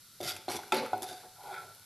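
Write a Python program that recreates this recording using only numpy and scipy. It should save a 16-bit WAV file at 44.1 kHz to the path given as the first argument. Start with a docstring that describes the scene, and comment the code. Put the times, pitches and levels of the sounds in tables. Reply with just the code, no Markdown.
"""Stirring cashews in a pan

A wooden spatula stirs cashews frying in a little fat, close by in a small kitchen.
Spatula and nuts knock on the pan (damped tones and noise bursts) and ring its modes.
The strokes scrape on as coloured streams of tiny slips, while nuts click about as short ticks.
Last, the blade rubs softly along the pan wall: slips through a few broad resonances.
Throughout, the fat sizzles faintly (shaped noise, random spits, single pops) over a low hum.
"""
import sys
import numpy as np
from scipy import signal
from scipy.fft import rfft, irfft
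from scipy.io import wavfile

SR = 44100
rng = np.random.default_rng(int(sys.argv[2]) if len(sys.argv) > 2 else 0)


def wav_out(sig):
    """Save sig, one row per channel (or a flat mono array), as 16-bit PCM at SR to the path in sys.argv[1]."""
    wavfile.write(sys.argv[1], SR, np.round(np.clip(np.atleast_2d(sig).T, -1, 1) * 32767).astype(np.int16))


N = 81585  # length in samples

# Fat sizzle, spectrum of the fizz: f/Hz, relative density/dB per Hz
FIZZ_COLOUR = [(15, -68), (25, 3), (58, -22), (88, -5), (123, -6), (208, -12), (237, -16), (833, -23.5),
               (1200, -17), (1370, -10), (1650, -19.5), (2030, -17.5), (2570, -20.5), (2850, -19),
               (3610, -13), (4000, -10.5), (7120, -18), (10500, -14.5), (13000, -17)]
# Spectrum of one spit or pop: f/Hz, relative level/dB
SPIT_COLOUR = [(1000, -26), (3000, -6.5), (4300, -3), (7500, -16), (11500, 1), (14000, -2)]
# Single pops of the fat: t/s, level/dB
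POPS = [(.682, -28), (.98, -25), (1.434, -30), (1.749, -29), (1.797, -31)]
# Stereo spread of the sizzle: f/Hz, side against mid/dB
SIZZLE_WIDTH = [(20, -30), (3400, -54), (4200, -26.5), (5000, -4), (8000, -1), (12000, -4.5)]
FIZZ_DB, SPIT_DB, SPITS_PER_S, SPIT_SPREAD_DB = -57, -63, 370, 2.3
HUM_HZ, HUM_WIDTH_HZ, HUM_DB = 102.3, 8.2, -75

# Decay of the room tail: f/Hz, t60/s
ROOM_T60 = [(100, 0.74), (400, 0.43), (1000, 0.9), (4000, 0.82), (13000, 0.35)]
TAIL_DB, ROOM_TREBLE_DB = -10.5, -6
EARLY_DB, EARLY_DECAY_S, EARLY_PER_S = -4.5, 0.012, 2000

# Blade rubbing on the wall: t/s, low body level/dB, middle resonance level/dB, upper resonance level/dB
RUB_CURVE = [(1.36, -86, -63.5, -58), (1.39, -66, -58.5, -73), (1.415, -66.5, -50, -59),
             (1.435, -53.5, -52, -55.5), (1.49, -50, -46.5, -52.5), (1.54, -50.5, -49.5, -41),
             (1.57, -59, -51.5, -41.5), (1.585, -53.5, -55, -43), (1.63, -54, -75, -53.5),
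             (1.68, -62, -76, -68), (1.76, -73, -92, -108), (1.83, -82, -95, -86)]
# Spectrum of the rub's low body: f/Hz, relative level/dB
RUB_BODY_COLOUR = [(90, -21), (140, -9), (230, -21.5), (340, -13), (412, 2.5), (470, -6.5), (600, -4.5),
                   (740, -1), (900, -21), (1080, -17), (1400, -25)]
# Upper resonances of the rub: f/Hz, width/Hz, relative level/dB
RUB_UPPER_MODES = [(1358, 20, -8), (1435, 102, -4), (1700, 120, -17.5), (2240, 730, -12),
                   (3570, 1500, -14.5), (4480, 600, -25)]
RUB_MID_HZ, RUB_MID_WIDTH_HZ, RUB_HISS_DB = 841, 188, -32

# Nuts clicking on pan and blade: t/s, tick level/dB, ring f/Hz, ring level/dB
NUT_CLICKS = [(0.212, -22, 3580, -38.5), (0.2756, -21, 5450, -32), (.2803, -18, 4750, -29.5),
              (.292, -26, 4930, -43), (.319, -26, 4840, -32), (0.3642, -23.5, 4800, -51),
              (0.4887, -43, 4180, -30), (.508, -27, 5640, -35), (0.515, -19, 4320, -39),
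              (.567, -20, 3440, -36.5), (.634, -35, 1470, -38), (0.744, -14.5, 3760, -38),
              (.767, -18.5, 4390, -31), (0.786, -42, 4100, -28.5), (0.862, -29, 1340, -32.5),
              (1.0211, -17, 3470, -38.5), (1.029, -14.5, 3856, -57)]
# Spectrum of a nut's tick: f/Hz, relative level/dB
NUT_COLOUR = [(200, -40), (1000, 4.5), (2200, -9.5), (5000, 3), (8500, 1.5), (11500, 10.5), (14000, -12)]
NUT_DECAY_S, NUT_RISE_S, NUT_RING_DECAY_S = 0.0036, 0.00035, 0.0031

# Scraping strokes, one curve each: t/s, rasp level/dB, pan drone level/dB
STROKE_CURVES = [
    [(.205, -46.5, -47), (.22, -59.5, -50.5), (.232, -40, -43), (.262, -42.5, -47.5), (.292, -34, -52.5),
     (.316, -39.5, -62), (.328, -50, -51), (.37, -52, -61), (.39, -70, -56)],
    [(.484, -56, -50), (.496, -41.5, -33), (.52, -38.5, -45), (.55, -43, -40.5), (.57, -40.5, -45),
     (.58, -54.5, -67), (.64, -57, -54.5), (.7, -64, -63.5)],
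    [(.724, -39.5, -45), (.75, -35.5, -35.5), (.772, -39, -36.5), (.795, -38.5, -45.5), (.808, -46.5, -36),
     (.83, -49, -38), (.86, -48, -49), (.9, -72, -61)],
    [(1.019, -53, -58), (1.024, -50, -40.5), (1.042, -43.5, -47), (1.056, -57, -69), (1.086, -45.5, -51),
     (1.132, -51, -46.5), (1.15, -55.5, -63), (1.22, -57.5, -67), (1.26, -77, -50.5)],
]
# Spectrum of each stroke's rasp: f/Hz, relative density/dB per Hz
RASP_COLOURS = [
    [(710, -28), (1200, -15), (1380, 8.5), (1750, -12), (2080, 0), (2770, -6), (3490, 2), (4430, -5.5),
     (4800, 1.5), (5970, -4.5), (9260, -10), (12000, -4.5), (13000, -16)],
    [(710, -48.5), (1200, -7), (1480, 1.5), (1750, -14), (2020, -7.5), (2200, 2), (2440, -7), (3350, -7.5),
     (5090, -6), (5680, -2.5), (6530, -12), (11400, -8.5), (13000, -12.5)],
    [(710, -18), (1200, 5), (1450, 10.5), (1820, -0.5), (1920, 5), (2250, 7.5), (3350, -2), (4170, 4),
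     (4990, -0.5), (6150, -6), (9640, -16.5), (10700, -4.5), (13000, -15)],
    [(710, -51.5), (1200, -4), (1480, 13), (1840, 2.5), (3220, -1.5), (3590, 12), (4340, 0), (4560, 4),
     (8550, -2.5), (11300, 4), (13000, -9)],
]
# Spectrum of each stroke's drone: f/Hz, relative density/dB per Hz
DRONE_COLOURS = [
    [(47, -3), (80, 5), (257, -2.5), (403, 7), (480, 0), (691, 6.5), (1130, -14.5), (1380, 6.5), (1600, -3),
     (2080, -67), (3520, -120)],
    [(47, -52), (80, -11.5), (172, -11.5), (270, -8.5), (347, 4), (641, -13.5), (745, 0), (1020, -10.5),
     (1600, -7), (2080, -51), (3520, -120)],
    [(47, -75), (80, -11.5), (210, 4), (388, 2.5), (524, 17), (793, -6), (866, 11), (981, -2.5),
     (1600, -19.5), (2080, -49), (3520, -120)],
    [(47, -32), (80, -19), (150, -17), (215, -16), (263, -18.5), (403, -4.5), (594, -15), (726, 2),
     (957, -22.5), (1600, -11), (2080, -25.5), (3520, -120)],
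]
# Bright resonances that colour every rasp: f/Hz, width/Hz, relative level/dB
RASP_MODES = [(2187, 63, 2), (3420, 55, -1), (4050, 58, 8), (4642, 240, 14), (4944, 67, 1), (5890, 69, 2)]
SLIPS_PER_S, SLIP_SPREAD_DB, CHATTER_DB, CHATTER_S = 3000, 3, 0.7, 0.0037
SCRAPE_RING_DB = -14  # pan ring against the drone
RASP_RING_DB = -14  # bright modes against the rasp

# Modes of the pan: f/Hz, t60/s, relative level struck on the base/dB, relative level struck on the wall/dB
PAN_MODES = [(106.3, 0.26, -10.5, -38), (231.2, 0.66, -27, -8.5), (294, 0.23, -19, -8),
             (339.7, 0.41, -10, -31), (381.4, 0.41, -27, -4.5), (407.3, 0.53, -9.5, -10),
             (521, 0.98, -26, -15.5), (548.5, 0.88, -20, -13.5), (591, 0.35, -15.5, -7),
             (677, 0.11, -23, -1.5), (745.3, 0.48, -1.5, -11), (876, 0.41, -31, 3), (960, 0.39, -19, -24),
             (1334, 0.057, -20, 10), (1470, 0.1, 0, -14), (2140, 0.51, -37, -19), (2360, .3, -54, -18),
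             (3478, 0.11, -40, -9), (4200, 0.56, -24.5, -27), (4834, 0.35, -43, -16)]
RING_RISE_S = 0.001

# Knocks of spatula and nuts: t/s, clack level/dB, clack f/Hz, dull thump level/dB, crack level/dB,
# pan base ring level/dB, pan wall ring level/dB
KNOCKS = [(0.2037, -33, 647, -40.5, -48, -79, -76), (.229, -41, 487, -40, -54, -59, -82),
          (.311, -42, 815, -53, -45, -81, -73), (.3635, -48, 700, -67, -21, -60, -58),
          (0.4817, -26.5, 720, -35, -20.5, -44.5, -65), (0.5896, -31.5, 790, -67, -27.5, -52.5, -58),
          (0.7209, -22.5, 832, -31.5, -3, -52, -30.5), (.7345, -30, 423, -33, -32, -56, -54.5),
          (0.9317, -19.5, 760, -53, -27, -35.5, -47), (1.0205, -68, 696, -41.5, -50, -63, -64),
          (1.234, -47, 838, -73, -56, -62.5, -62.5)]
# Spectrum of a knock's crack: f/Hz, relative level/dB
CRACK_COLOUR = [(60, -27), (200, -21), (350, -9), (900, -34), (1350, -7), (1800, -6), (2500, 8.5),
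                (3000, -4.5), (3550, 9), (4500, -13.5), (7000, -5.5), (13000, -16.5)]
CLACK_PEAK_S, CRACK_DECAY_S, CRACK_RISE_S = 0.0014, 0.0031, 0.0018
THUMP_HZ, THUMP_PEAK_S = 333, 0.0036

# Stereo spread of the stirring: f/Hz, side against mid/dB
STIRRING_WIDTH = [(20, -70), (3600, -79), (4300, -64), (5200, -29), (8000, -19), (12000, -34)]
LOW_CUT_HZ, BAND_LIMIT_HZ = 60, 13250


def amp(db):
    """Decibels to gain."""
    return 10 ** (np.asarray(db) / 20)


def unit(x):
    """Scales to rms 1."""
    return x / np.sqrt(np.mean(x ** 2) + 1e-20)


def read(points, hz):
    """Reads a table on a log-frequency axis."""
    f, value = np.transpose(points)
    return np.interp(np.log(hz + 1), np.log(f + 1), value)


def level(curve, axis):
    """One dB column of a time curve as gain, practically silent outside it."""
    rows = np.array(curve)
    t = np.arange(N) / SR
    return amp(np.interp(t, rows[:, 0], rows[:, axis], left=-200, right=-200))


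def add(mix, s, sound):
    """Mixes a sound in at a time in seconds."""
    part = mix[round(s * SR):][:len(sound)]
    part += sound[:len(part)]


def colour(x, points, size=4096):
    """Causal minimum-phase filter of unit energy with the given spectrum."""
    hz = abs(np.fft.fftfreq(size, 1 / SR))
    log_gain = np.log(amp(read(points, hz)))
    spectrum = np.exp(np.conj(signal.hilbert(log_gain)))
    taps = np.fft.ifft(spectrum).real[:size // 2]
    return signal.fftconvolve(x, taps / np.linalg.norm(taps))[:len(x)]


def resonate(x, hz, width):
    """A steep resonance at rms 1: shifts hz to zero, smooths with a double pole, shifts back."""
    turn = np.exp(2j * np.pi * hz * np.arange(len(x)) / SR)
    r = np.exp(-np.pi * width / SR)
    smoothed = signal.lfilter([1], [1, -2 * r, r * r], x / turn)
    return unit((turn * smoothed).real)


def clicks(per_s, spread_db):
    """Random clicks of uneven size and sign, at rms 1."""
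    size = amp(spread_db * np.minimum(rng.exponential(1, N), 4))
    sign = rng.choice([-1, 1], N)
    return unit(size * sign * (rng.random(N) < per_s / SR))


def friction():
    """Tiny slips whose strength wavers with the chatter of the blade."""
    window = np.hanning(max(int(2 * CHATTER_S * SR), 3))
    chatter = unit(signal.oaconvolve(rng.standard_normal(N), window, "same"))
    return unit(clicks(SLIPS_PER_S, SLIP_SPREAD_DB) * amp(CHATTER_DB * chatter))


def burst(decay_s, rise_s, points, size=4096):
    """A sharp contact: a dense cluster of modes dying at once, unit energy."""
    t = np.arange(size) / SR
    envelope = (1 - np.exp(-t / rise_s)) * np.exp(-t / decay_s)
    x = colour(rng.standard_normal(size) * envelope, points)
    return x / np.linalg.norm(x)


def damped(hz, peak_s):
    """A few cycles that swell until peak_s and die."""
    t = np.arange(SR // 10) / SR
    return t / peak_s * np.exp(1 - t / peak_s) * np.sin(2 * np.pi * hz * t)


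def sizzle():
    """Fat fizzes, spits and now and then pops, over a low kitchen hum."""
    fizz = amp(FIZZ_DB) * colour(rng.standard_normal(N), FIZZ_COLOUR)
    spits = amp(SPIT_DB) * clicks(SPITS_PER_S, SPIT_SPREAD_DB)
    for s, db in POPS:
        add(spits, s, amp([db]))
    # The first second is dropped so that the hum has already built up
    hum = resonate(rng.standard_normal(N + SR), HUM_HZ, HUM_WIDTH_HZ)[SR:]
    return fizz + colour(spits, SPIT_COLOUR) + amp(HUM_DB) * hum


def kitchen(x):
    """Quick reflections from pan, stove and wall, then a short room tail."""
    t = np.arange(SR) / SR
    # Tail: noise that dies at its own rate in each band
    hz, at, z = signal.stft(rng.standard_normal(SR) * (t > .012), SR, nperseg=256)
    decay = amp(-60 * at / read(ROOM_T60, hz)[:, None])
    tail = signal.istft(z * decay, SR, nperseg=256)[1][:SR]
    # Early part: sparse reflections of either sign
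    hits = rng.choice([-1, 1], SR) * (rng.random(SR) < EARLY_PER_S / SR)
    early = hits * (t > .004) * np.exp(-t / EARLY_DECAY_S)
    echo = amp(TAIL_DB) * tail / np.linalg.norm(tail) + amp(EARLY_DB) * early / np.linalg.norm(early)
    treble_loss = [(1500, 0.0064), (8000, ROOM_TREBLE_DB)]  # f/Hz, level/dB
    gain = amp(read(treble_loss, np.fft.rfftfreq(2 * SR, 1 / SR)))
    echo = irfft(rfft(echo, 2 * SR) * gain)[:SR]
    return x + signal.fftconvolve(x, echo)[:N]


def rub():
    """The blade glides up the wall: a hollow middle resonance gives way to a higher one."""
    slips = friction()
    body = colour(slips * level(RUB_CURVE, axis=1), RUB_BODY_COLOUR)
    middle = resonate(friction(), RUB_MID_HZ, RUB_MID_WIDTH_HZ)
    upper = sum(amp(db) * resonate(slips, hz, width) for hz, width, db in RUB_UPPER_MODES)
    upper = upper + amp(RUB_HISS_DB) * colour(slips, NUT_COLOUR)  # hiss shares the nuts' spectrum
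    return body + middle * level(RUB_CURVE, axis=2) + upper * level(RUB_CURVE, axis=3)


def nuts():
    """Each nut gives a dry tick with a very short ring."""
    out = np.zeros(N)
    t = np.arange(SR // 10) / SR
    for s, tick_db, hz, ring_db in NUT_CLICKS:
        add(out, s, amp(tick_db) * burst(NUT_DECAY_S, NUT_RISE_S, NUT_COLOUR))
        add(out, s, amp(ring_db) * np.exp(-t / NUT_RING_DECAY_S) * np.sin(2 * np.pi * hz * t))
    return out


def pan_ring(axis):
    """Decaying pan modes for one place of contact; neighbouring modes swing against each other."""
    t = np.arange(SR) / SR
    ring = np.zeros(SR)
    for k, mode in enumerate(PAN_MODES):
        hz, t60 = mode[:2]
        ring += (-1) ** k * amp(mode[axis] - 60 * t / t60) * np.sin(2 * np.pi * hz * t)
    return ring * (1 - np.exp(-t / RING_RISE_S))


def scrapes():
    """Slips of blade and nuts rasp on the surface and set the pan droning."""
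    rasp, drone = np.zeros(N), np.zeros(N)
    for curve, bright, body in zip(STROKE_CURVES, RASP_COLOURS, DRONE_COLOURS):
        slips = friction()
        rasp += colour(slips * level(curve, axis=1), bright)
        drone += colour(slips * level(curve, axis=2), body)
    low_ring = unit(signal.fftconvolve(drone, pan_ring(axis=2))[:N])
    high_ring = unit(sum(amp(db) * resonate(rasp, hz, width) for hz, width, db in RASP_MODES))
    ringing_drone = drone + amp(SCRAPE_RING_DB) * drone.std() * low_ring
    ringing_rasp = rasp + amp(RASP_RING_DB) * rasp.std() * high_ring
    return ringing_rasp + ringing_drone


def rings():
    """After each knock the modes of base and wall ring on, about as long as the room does."""
    out = np.zeros(N)
    base, wall = pan_ring(axis=2), pan_ring(axis=3)
    for s, *_, base_db, wall_db in KNOCKS:
        add(out, s, amp(base_db) * base + amp(wall_db) * wall)
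    return out


def knocks():
    """Wood or a nut lands on metal: a clack, a dull thump of opposite sign and a crack."""
    out = np.zeros(N)
    for s, clack_db, hz, thump_db, crack_db, _, _ in KNOCKS:
        clack = amp(clack_db) * damped(hz, CLACK_PEAK_S)
        thump = amp(thump_db) * damped(THUMP_HZ, THUMP_PEAK_S)
        add(out, s, clack - thump)
        add(out, s, amp(crack_db) * burst(CRACK_DECAY_S, CRACK_RISE_S, CRACK_COLOUR))
    return out


def stirring():
    """Contacts heard in the kitchen, plus the pan's rings; the contacts carry little deep bass."""
    contacts = knocks() + nuts() + scrapes() + rub()
    low_cut = signal.butter(2, LOW_CUT_HZ, "high", fs=SR, output="sos")
    return kitchen(signal.sosfilt(low_cut, contacts)) + rings()


def stereo(source, width):
    """Nearly mono in the bass; a second rendering makes the treble's grain differ between sides."""
    mid = source()
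    side_gain = amp(read(width, np.fft.rfftfreq(N, 1 / SR)))
    side = irfft(rfft(source()) * side_gain, N)
    return np.array([mid + side, mid - side])


def scene():
    """The sizzle spread wide, the stirring in the centre."""
    return stereo(sizzle, SIZZLE_WIDTH) + stereo(stirring, STIRRING_WIDTH)


def record(dry):
    """The recorder's band limit: a steep low-pass."""
    low_pass = signal.firwin(401, BAND_LIMIT_HZ, window=("kaiser", 8), fs=SR)
    return signal.oaconvolve(dry, low_pass[None], "same")


dry = scene()
out = record(dry)
wav_out(out)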